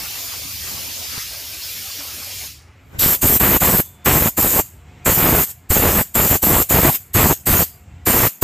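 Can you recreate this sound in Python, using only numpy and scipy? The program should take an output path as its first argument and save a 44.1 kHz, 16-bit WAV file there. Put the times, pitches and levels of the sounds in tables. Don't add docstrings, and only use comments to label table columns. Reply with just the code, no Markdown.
import sys
import numpy as np
from scipy import signal
from scipy.fft import rfft, irfft, next_fast_len
from scipy.io import wavfile
from scipy.ndimage import uniform_filter1d, map_coordinates

SR = 44100
rng = np.random.default_rng(int(sys.argv[2]) if len(sys.argv) > 2 else 0)


def wav_out(sig):
    wavfile.write(sys.argv[1], SR, np.round(np.clip(np.atleast_2d(sig).T, -1, 1) * 32767).astype(np.int16))


def rack_gain(trim_db):
    fader = np.asarray(trim_db, float)
    return 10 ** (fader / 20)


N = 371763

# time in seconds, rumble level in dB.
STREET = [(0.0, -42.5), (0.21, -50), (0.46, -41), (0.75, -43), (1.2, -44.5), (1.95, -49), (2.33, -44),
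          (2.6, -45), (2.9, -45), (2.97, -35), (3.86, -45), (4.0, -47), (4.75, -45), (5.6, -45),
          (7.05, -45.5), (7.8, -47.5), (8.0, -37.5), (8.1, -46)]
# frequency in Hz, density in dB per Hz.
RUMBLE_COLOUR = [(13, -52.5), (22, -22), (43, -8), (55, 4.5), (71, 6.5), (87, 9), (162, -7), (227, -18.5),
                 (260, -10), (340, -23.5), (570, -120)]
# frequency in Hz, density in dB per Hz.
WASH_COLOUR = [(88, -37), (150, -15), (371, -16), (450, -17.5), (578, -20.5), (636, -19.5), (972, -20.5),
               (1910, -22.5), (2140, -20), (4290, -33.5), (7640, -38), (10800, -57.5), (12400, -42),
               (15000, -49)]
# frequency in Hz, width in Hz, level over the wash in dB.
PUMP = [(147.3, 8, 0), (198.4, 8.7, -1), (720, 13, -7.5)]
# time in seconds, wash gain in dB, width in seconds.
GRIPS = [(2.96, 7.5, .04), (4.03, 3, .04), (5.0, 4.5, 0.15), (8.0, 1.5, 0.064)]
# frequency in Hz, density in dB per Hz.
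LEAK_COLOUR = [(5500, -29), (6500, -5), (7500, 3), (8400, -6), (9300, -21), (11500, -25), (12500, -9),
               (15500, -22)]
# time in seconds, peak in dB, pitch in Hz, 60 dB decay in seconds.
KNOCKS = [(1.177, -21, 132, 0.029), (1.18, -30, 420, 0.02), (1.986, -37, 284, 0.2), (2.95, -33, 90, 0.05),
          (2.986, -20, 95, 0.09), (3.061, 2, 169, 0.0097), (3.244, -5, 106, 0.051), (3.255, -4, 260, 0.012),
          (3.362, -7, 120, 0.024), (7.521, -11.5, 82, 0.27), (7.15, -9.5, 101, 0.14),
          (5.703, -3, 70, 0.045)]
# time in seconds, level in dB.
WHISTLE = [(3.81, -90), (3.83, -60), (3.88, -55), (3.91, -61), (3.97, -59), (4.04, -61), (4.06, -90)]

# time in seconds, jet level in dB, splash level in dB.
SPRAY = [(0.0, -32, -43), (0.3, -31, -40.5), (0.5, -32, -44.5), (1.0, -32, -43.5), (1.22, -31.5, -47),
         (1.41, -34, -47), (1.68, -31.5, -45.5), (2.19, -33, -43.5), (2.46, -31, -46.5)]
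# time in seconds, splash gain in dB, width in seconds.
SEAMS = [(.72, 6.5, 0.074), (1.17, 8.5, 0.052), (2.0, 1.5, 0.031), (2.33, 1.5, 0.067)]
# frequency in Hz, density in dB per Hz.
FAR_FIZZ_COLOUR = [(6350, -44), (10800, -3.5), (11300, -9.5), (11800, 0), (12400, 3), (13600, -2.5),
                   (15300, -2), (15700, -12)]
FAR_HISS_COLOUR = [(1060, -27), (1800, -13.5), (2350, -2), (3870, -1.5), (4900, 2), (5460, 1.5),
                   (5890, -1.5), (6920, -0.5), (8060, -6.5), (10100, -5), (11200, -24), (14600, -30),
                   (22000, -120)]
SPLASH_COLOUR = [(82, -33), (140, -3.5), (225, -3), (267, 1), (307, -3), (875, -3.5), (971, -3.5),
                 (2200, -3), (2860, -29.5), (4840, -120)]

# opening and shutting times in seconds, flow, roar and crackle levels in dB.
BLASTS = [(2.7, 2.99, -37, -38.5, -56), (2.999, 3.151, 1, -27.5, -22.5), (3.224, 3.369, 1, -22, -27),
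          (3.401, 3.571, -1, -20.5, -20.5), (3.609, 3.804, -1, -20, -25), (4.06, 4.284, -1, -20.5, -23),
          (4.378, 4.602, 0, -19.5, -24), (5.061, 5.439, -1, -20, -22), (5.454, 5.515, -12.5, -60, -52),
          (5.707, 6.017, 0, -21, -23), (6.154, 6.362, 0, -20, -23.5), (6.429, 6.626, 0.5, -17, -25.5),
          (6.7, 6.902, 0.5, -18.5, -21.5), (6.897, 6.959, -3, -35, -31), (7.147, 7.33, -0.5, -19.5, -24),
          (7.469, 7.633, 1, -21.5, -23), (8.068, 8.276, 0.5, -20.5, -21.5), (8.427, 8.5, 2, -6.5, -22)]
# frequency in Hz, width in Hz, level in dB.
LANCE = [(2930, 400, -3), (3700, 500, -1.5), (4440, 670, -2), (5730, 370, -2)]
# time in seconds, level in dB.
CLEARING = [
    (2.984, -67),
    (2.992, -31),
    (3.03, -24.5),
    (3.1, -31),
    (3.155, -41),
    (3.19, -70),
]
# time in seconds, roar loss in dB, width in seconds.
LULLS = [(3.0, 9, 0.021), (3.14, 6.5, 0.017), (3.36, 4, 0.033), (3.781, 6.5, 0.0095), (4.5, 13, 0.028),
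         (5.152, 11, 0.024), (5.43, 10.5, 0.019), (5.742, 12, 0.0089), (4.535, 6.5, 0.018),
         (4.41, 9, 0.014), (6.29, 10, 0.011), (6.455, 11, 0.016), (6.62, 5.5, 0.075)]
# time in seconds, crackle gain in dB, width in seconds.
SLUGS = [(3.65, 7.5, 0.059), (4.09, 5.5, 0.047), (7.2, 6.5, .04), (5.25, 3, .05), (6.2, 3, .04),
         (6.55, 6, 0.034)]
# time in seconds, fizz gain in dB, width in seconds.
FACING = [
    (3.6, 3, 0.29),
    (4.15, 1, .1),
    (5.2, 1, 0.093),
    (6.0, -1, 0.11),
    (7.4, -1.5, .2),
    (8.15, -1.5, .1),
]
# frequency in Hz, density in dB per Hz.
FIZZ_COLOUR = [(6350, -18), (10800, -10.5), (11100, -23), (11900, 2), (12400, 4), (14700, -3.5),
               (15700, -2)]
HISS_COLOUR = [(1650, -19), (2800, -14), (3530, -16), (3830, -18.5), (4610, -14.5), (5950, -13.5),
               (6760, -4.5), (7590, -0.5), (8330, -8), (9520, -8), (10900, -22), (11200, -9), (14600, -41),
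               (22000, -120)]
ROAR_COLOUR = [(13, -41), (22, -8), (54, 1.5), (162, 1), (459, -5), (599, -7.5), (999, -11), (1500, -21),
               (1950, -23), (3300, -120)]
CRACKLE_COLOUR = [(530, -7), (900, -6), (982, -7), (1070, -4), (2450, -7.5), (4500, -19), (5850, -52),
                  (9900, -120)]

# frequency in Hz, side minus mid in dB.
NEAR_SIDE = [(60, -31.5), (110, -41.5), (200, -37.5), (380, -32), (700, -32), (1290, -39.5), (2380, -29.5),
             (4400, -28), (8120, -27.5), (15000, -15.5)]
FAR_SIDE = [(60, -9), (110, -0.5), (200, -15.5), (380, -13.5), (700, -13.5), (1290, -13.5), (2380, -14.5),
            (4400, -21), (8120, -13), (15000, -15)]
# time in seconds, side gain in dB, share of side bands kept from 0 to 1.
WIDTH = [(0, 10.5, 0.83), (1.18, 12, 1), (1.21, 12, 0.17), (2.5, 2, 0.39), (2.8, -3, 1), (2.92, 12, 1),
         (3.05, 31, 0.1), (3.09, -2, 0.6), (8.43, -6, 0.63)]
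# frequency in Hz, change of the share kept.
SIDE_KEPT = [(2200, .3), (3600, -0.31), (6600, 0.05), (7600, -.2), (8800, .4), (11000, -.45), (12500, 0),
             (15000, -0.06)]

FADE_S, FADE_DB_PER_S, FADE_FIZZ = 2.463, 140, 1.45
FADE_IN_S, FADE_IN_DB_PER_S = 2.94, 130
CABIN_DB, DUCK_DB, RECOVER_S = -57, 8, 0.084
FAR_FIZZ_DB, FAR_FIZZ_LAW = -34, 0.46
FIZZ_DB, HISS_DB, LEAK_DB = -13, -23.5, -67.5
RISE_S, RISE_CURVE = 0.0185, 2.1
SHUT_S, SHUT_DB, BLEED_DB_PER_S = 0.029, 15, 168
SURGE_DB, SURGE_S, RECHARGE_S = 6, 0.058, 0.26
ROAR_LAG_S, ROAR_EARLY_S = 0.0085, 0.003
FIZZ_LAW, ROAR_LAW, CRACKLE_LAW, LULL_CRACKLE = 1.19, 2.3, 2.9, 0.49


def unit(x):
    return x / np.sqrt(np.mean(x ** 2) + 1e-20)


def along(points, hz):
    f, v = np.transpose(points)
    return np.interp(np.log(hz + 1), np.log(f + 1), v)


def gains(rows):
    s, *cols = np.transpose(rows)
    t = np.arange(N) / SR
    return [rack_gain(np.interp(t, s, c, left=-120, right=-120)) for c in cols]


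def humps(rows):
    t = np.arange(0, N / SR, 0.002)
    swell_db = sum(db * np.exp(-((t - s) / width) ** 2) for s, db, width in rows)
    return np.interp(np.arange(N) / SR, t, swell_db)


def wobble(rate):
    knots = rng.standard_normal(int(N * rate / SR) + 4)
    return map_coordinates(knots, [np.arange(N) * rate / SR])


def filtered(x, response):
    m = next_fast_len(N + 8192)
    return irfft(rfft(x, m) * response(np.fft.rfftfreq(m, 1 / SR)), m)[..., :N]


def patchy(patchy_db):
    z = signal.stft(rng.standard_normal((2, N)), nperseg=1024)[2]
    chance = rng.standard_normal(z.shape)
    patches = uniform_filter1d(uniform_filter1d(chance[0], size=16, axis=0), size=6, axis=1)
    streaks = uniform_filter1d(uniform_filter1d(chance[1], size=2, axis=0), size=4, axis=1)
    gain_db = patchy_db * unit(patches) + 2.56 * unit(streaks)
    return unit(signal.istft(z * rack_gain(gain_db), nperseg=1024)[1][:, :N])


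def stereo(pair, spectrum, side_db):
    mid, side = filtered(pair, lambda hz: rack_gain(along(spectrum, hz) + [0 * hz, along(side_db, hz)]))
    return unit(np.array([mid + side, mid - side]))


def resonant(modes):
    def peaks(f):
        total = 0
        for k, (hz, width, db) in enumerate(modes):
            total = total + (-1) ** k * rack_gain(db) * 1j * f * width / (hz * hz - f * f + 1j * f * width)
        return total
    return unit(filtered(rng.standard_normal(N), peaks))


def ducking():
    t = np.arange(N) / SR
    shuts = np.array([-9] + [shut for _, shut, *_ in BLASTS[1:]])
    last_shut = shuts[np.searchsorted(shuts, t) - 1]
    return DUCK_DB * np.exp((last_shut - t) / RECOVER_S)


def street(duck_db):
    level = gains(STREET)[0] * rack_gain(1.5 * wobble(10))
    low = stereo(patchy(patchy_db=-1.5), RUMBLE_COLOUR, NEAR_SIDE)
    low = low / np.sqrt(np.abs(uniform_filter1d(low[0] ** 2, size=3500)) + 0.11)
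    return level * rack_gain(-0.6 * duck_db) * low


def cabin(duck_db):
    t = np.arange(N) / SR
    level = rack_gain(CABIN_DB + humps(GRIPS) - duck_db) * np.clip((t - 2.45) / 0.16, 0, 1)
    pump = sum(rack_gain(db) * resonant([(hz, width_hz, db)]) for hz, width_hz, db in PUMP)
    wash = rack_gain(3.0) * stereo(patchy(patchy_db=0.4), WASH_COLOUR, FAR_SIDE)
    return level * (wash + (t > 2.93) * pump)


def cabin_fade():
    return FADE_IN_DB_PER_S * np.minimum(np.arange(N) / SR - FADE_IN_S, 0)


def leak():
    level = rack_gain(LEAK_DB + cabin_fade() + 1.5 * wobble(5))
    return level * stereo(rng.standard_normal((2, N)), LEAK_COLOUR, FAR_SIDE)


def hose():
    out, t = np.zeros(N + SR), np.arange(SR // 4) / SR
    onset = 1 - np.exp(-t / 0.00061)
    for s, db, hz, t60 in KNOCKS:
        out[round(s * SR):][:len(t)] += rack_gain(db - 60 * t / t60) * np.sin(2 * np.pi * hz * t) * onset
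    return out[:N]


def valve_whistle():
    hz = 3530 + 25 * wobble(90)
    return gains(WHISTLE)[0] * rack_gain(1.5 * wobble(60)) * np.sin(2 * np.pi * np.cumsum(hz) / SR)


def yard():
    t = np.arange(N) / SR
    s, jet_db, splash_db = np.transpose(SPRAY)
    fade_db = -FADE_DB_PER_S * np.maximum(t - FADE_S, 0)
    return np.interp(t, s, jet_db), np.interp(t, s, splash_db) + humps(SEAMS), fade_db


def splash():
    _, splash_db, fade_db = yard()
    return rack_gain(splash_db + fade_db) * stereo(patchy(patchy_db=-3.5), SPLASH_COLOUR, FAR_SIDE)


def spray():
    jet_db, _, fade_db = yard()
    swing_db = FAR_FIZZ_LAW * (jet_db - jet_db[0])
    fizz = rack_gain(FAR_FIZZ_DB + swing_db + FADE_FIZZ * fade_db + 0.7 * wobble(2.7))
    hiss = rack_gain(jet_db + 0.22 * humps(SEAMS) + fade_db + 0.23 * wobble(5.95))
    flutter = rack_gain(0.13 * wobble(29.8) + 0.1 * wobble(150))
    jet = fizz * stereo(patchy(patchy_db=1.5), FAR_FIZZ_COLOUR, FAR_SIDE)
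    jet = jet + hiss * stereo(patchy(patchy_db=1), FAR_HISS_COLOUR, FAR_SIDE)
    return flutter * jet


def lance():
    return gains(CLEARING)[0] * resonant(LANCE)


def valve(t, opened, shut):
    ramp = np.clip(1 - (opened - t) / RISE_S, 0, 1) ** RISE_CURVE
    fall_db = -SHUT_DB * np.clip((t - shut) / SHUT_S, 0, 1)
    return ramp, fall_db - BLEED_DB_PER_S * np.maximum(t - shut - SHUT_S, 0)


def pressure():
    level, lull_db, last_shut = np.zeros((4, N)), humps(LULLS), BLASTS[0][0]
    for opened, shut, flow_db, roar_db, crackle_db in BLASTS:
        span = slice(round((opened - RISE_S) * SR), round((shut + 0.5) * SR))
        t = np.arange(N)[span] / SR
        ramp, loss_db = valve(t, opened, shut)
        late, early_db = valve(t, opened + ROAR_LAG_S, shut - ROAR_EARLY_S)
        stored_db = SURGE_DB * (1 - np.exp((last_shut - opened) / RECHARGE_S))
        surge_db = stored_db * np.exp(-np.maximum(t - opened, 0) / SURGE_S)
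        fizz = ramp * rack_gain(FIZZ_DB + FIZZ_LAW * (flow_db + loss_db) + 0.1 * surge_db)
        hiss = ramp * rack_gain(HISS_DB + flow_db + loss_db + surge_db)
        roar = late * rack_gain(roar_db + ROAR_LAW * early_db - lull_db[span] + 0.48 * surge_db)
        lost_db = CRACKLE_LAW * early_db - LULL_CRACKLE * lull_db[span]
        crackle = ramp * rack_gain(crackle_db + lost_db + 0.67 * surge_db)
        level[:, span] = np.maximum(level[:, span], [fizz, hiss, roar, crackle])
        last_shut = shut
    level[3] *= rack_gain(humps(SLUGS))
    level[0] *= rack_gain(humps(FACING))
    return level * rack_gain(cabin_fade())


def eddies(rate, scatter_db, push):
    when, size, sign = rng.random((3, 2, N))
    strength = rack_gain(-scatter_db * np.log(size + 0.042))
    kicks = (when < rate / SR) * strength * np.where(sign < push, 1, -1)
    return unit(filtered(kicks, lambda hz: np.exp(1j * np.arctan(140 / (hz + 30)))))


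def blasts():
    fizz, hiss, roar, crackle = pressure()
    reach = roar ** 2 / (roar ** 2 + rack_gain(-70.5))
    flutter = rack_gain(0.25 * wobble(40) + 0.6 * wobble(200))
    jet = fizz * stereo(patchy(patchy_db=1.5), FIZZ_COLOUR, NEAR_SIDE)
    jet = jet + hiss * stereo(patchy(patchy_db=2.5), HISS_COLOUR, NEAR_SIDE)
    kicks = eddies(rate=260, scatter_db=2.0, push=0.78)
    thumps = stereo(kicks + 0.62 * patchy(patchy_db=4.0), ROAR_COLOUR, NEAR_SIDE)
    thumps = thumps / np.sqrt(np.abs(uniform_filter1d(thumps[0] ** 2, size=2600)) + 0.15)
    bursts = 0.26 * kicks + eddies(rate=1800, scatter_db=4.1, push=0.7)
    snaps = stereo(bursts + 0.34 * patchy(patchy_db=-2.5), CRACKLE_COLOUR, NEAR_SIDE)
    bunches = unit(rack_gain(1.37 * wobble(35)))
    carpet = rack_gain(3.0) * roar * thumps + rack_gain(-1.44) * crackle * snaps
    return flutter * jet + reach * bunches * carpet


def scene():
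    duck_db = ducking()
    background = street(duck_db) + cabin(duck_db) + leak() + hose() + valve_whistle()
    return background + splash() + spray() + lance() + blasts()


def narrowed(x):
    mid, side = (x[0] + x[1]) / 2, (x[0] - x[1]) / 2
    hz, t, z = signal.stft(side, SR, nperseg=1024)
    s, db, kept = np.transpose(WIDTH)
    chance = rng.random((len(hz) // 12 + 1, len(t) // 3 + 1))
    blocks = np.kron(chance, np.ones((12, 3)))[:len(hz), :len(t)]
    share = np.interp(t, s, kept) + along(SIDE_KEPT, hz)[:, None]
    keep = (blocks < share) | (hz < 1800)[:, None]
    width_db = np.interp(t, s, db)
    gain_db = width_db - 8 * np.outer(hz > 8000, width_db > 12)
    side = signal.istft(z * keep * rack_gain(gain_db), SR, nperseg=1024)[1][:N]
    return np.array([mid + side, mid - side])


def top_cut(hz):
    return rack_gain(-90 / (1 + np.exp(np.clip((15490 + 90 - hz) / 40, -50, 50))))


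def band_limit(x):
    return signal.sosfilt(signal.butter(12, 16510, fs=SR, output="sos"), x)


def record(dry):
    x = narrowed(dry)
    x = x / (1 + np.abs(x / 0.82) ** 5) ** (1 / 5)
    x = filtered(x, top_cut)
    return band_limit(x)


dry = scene()
out = record(dry)
wav_out(out)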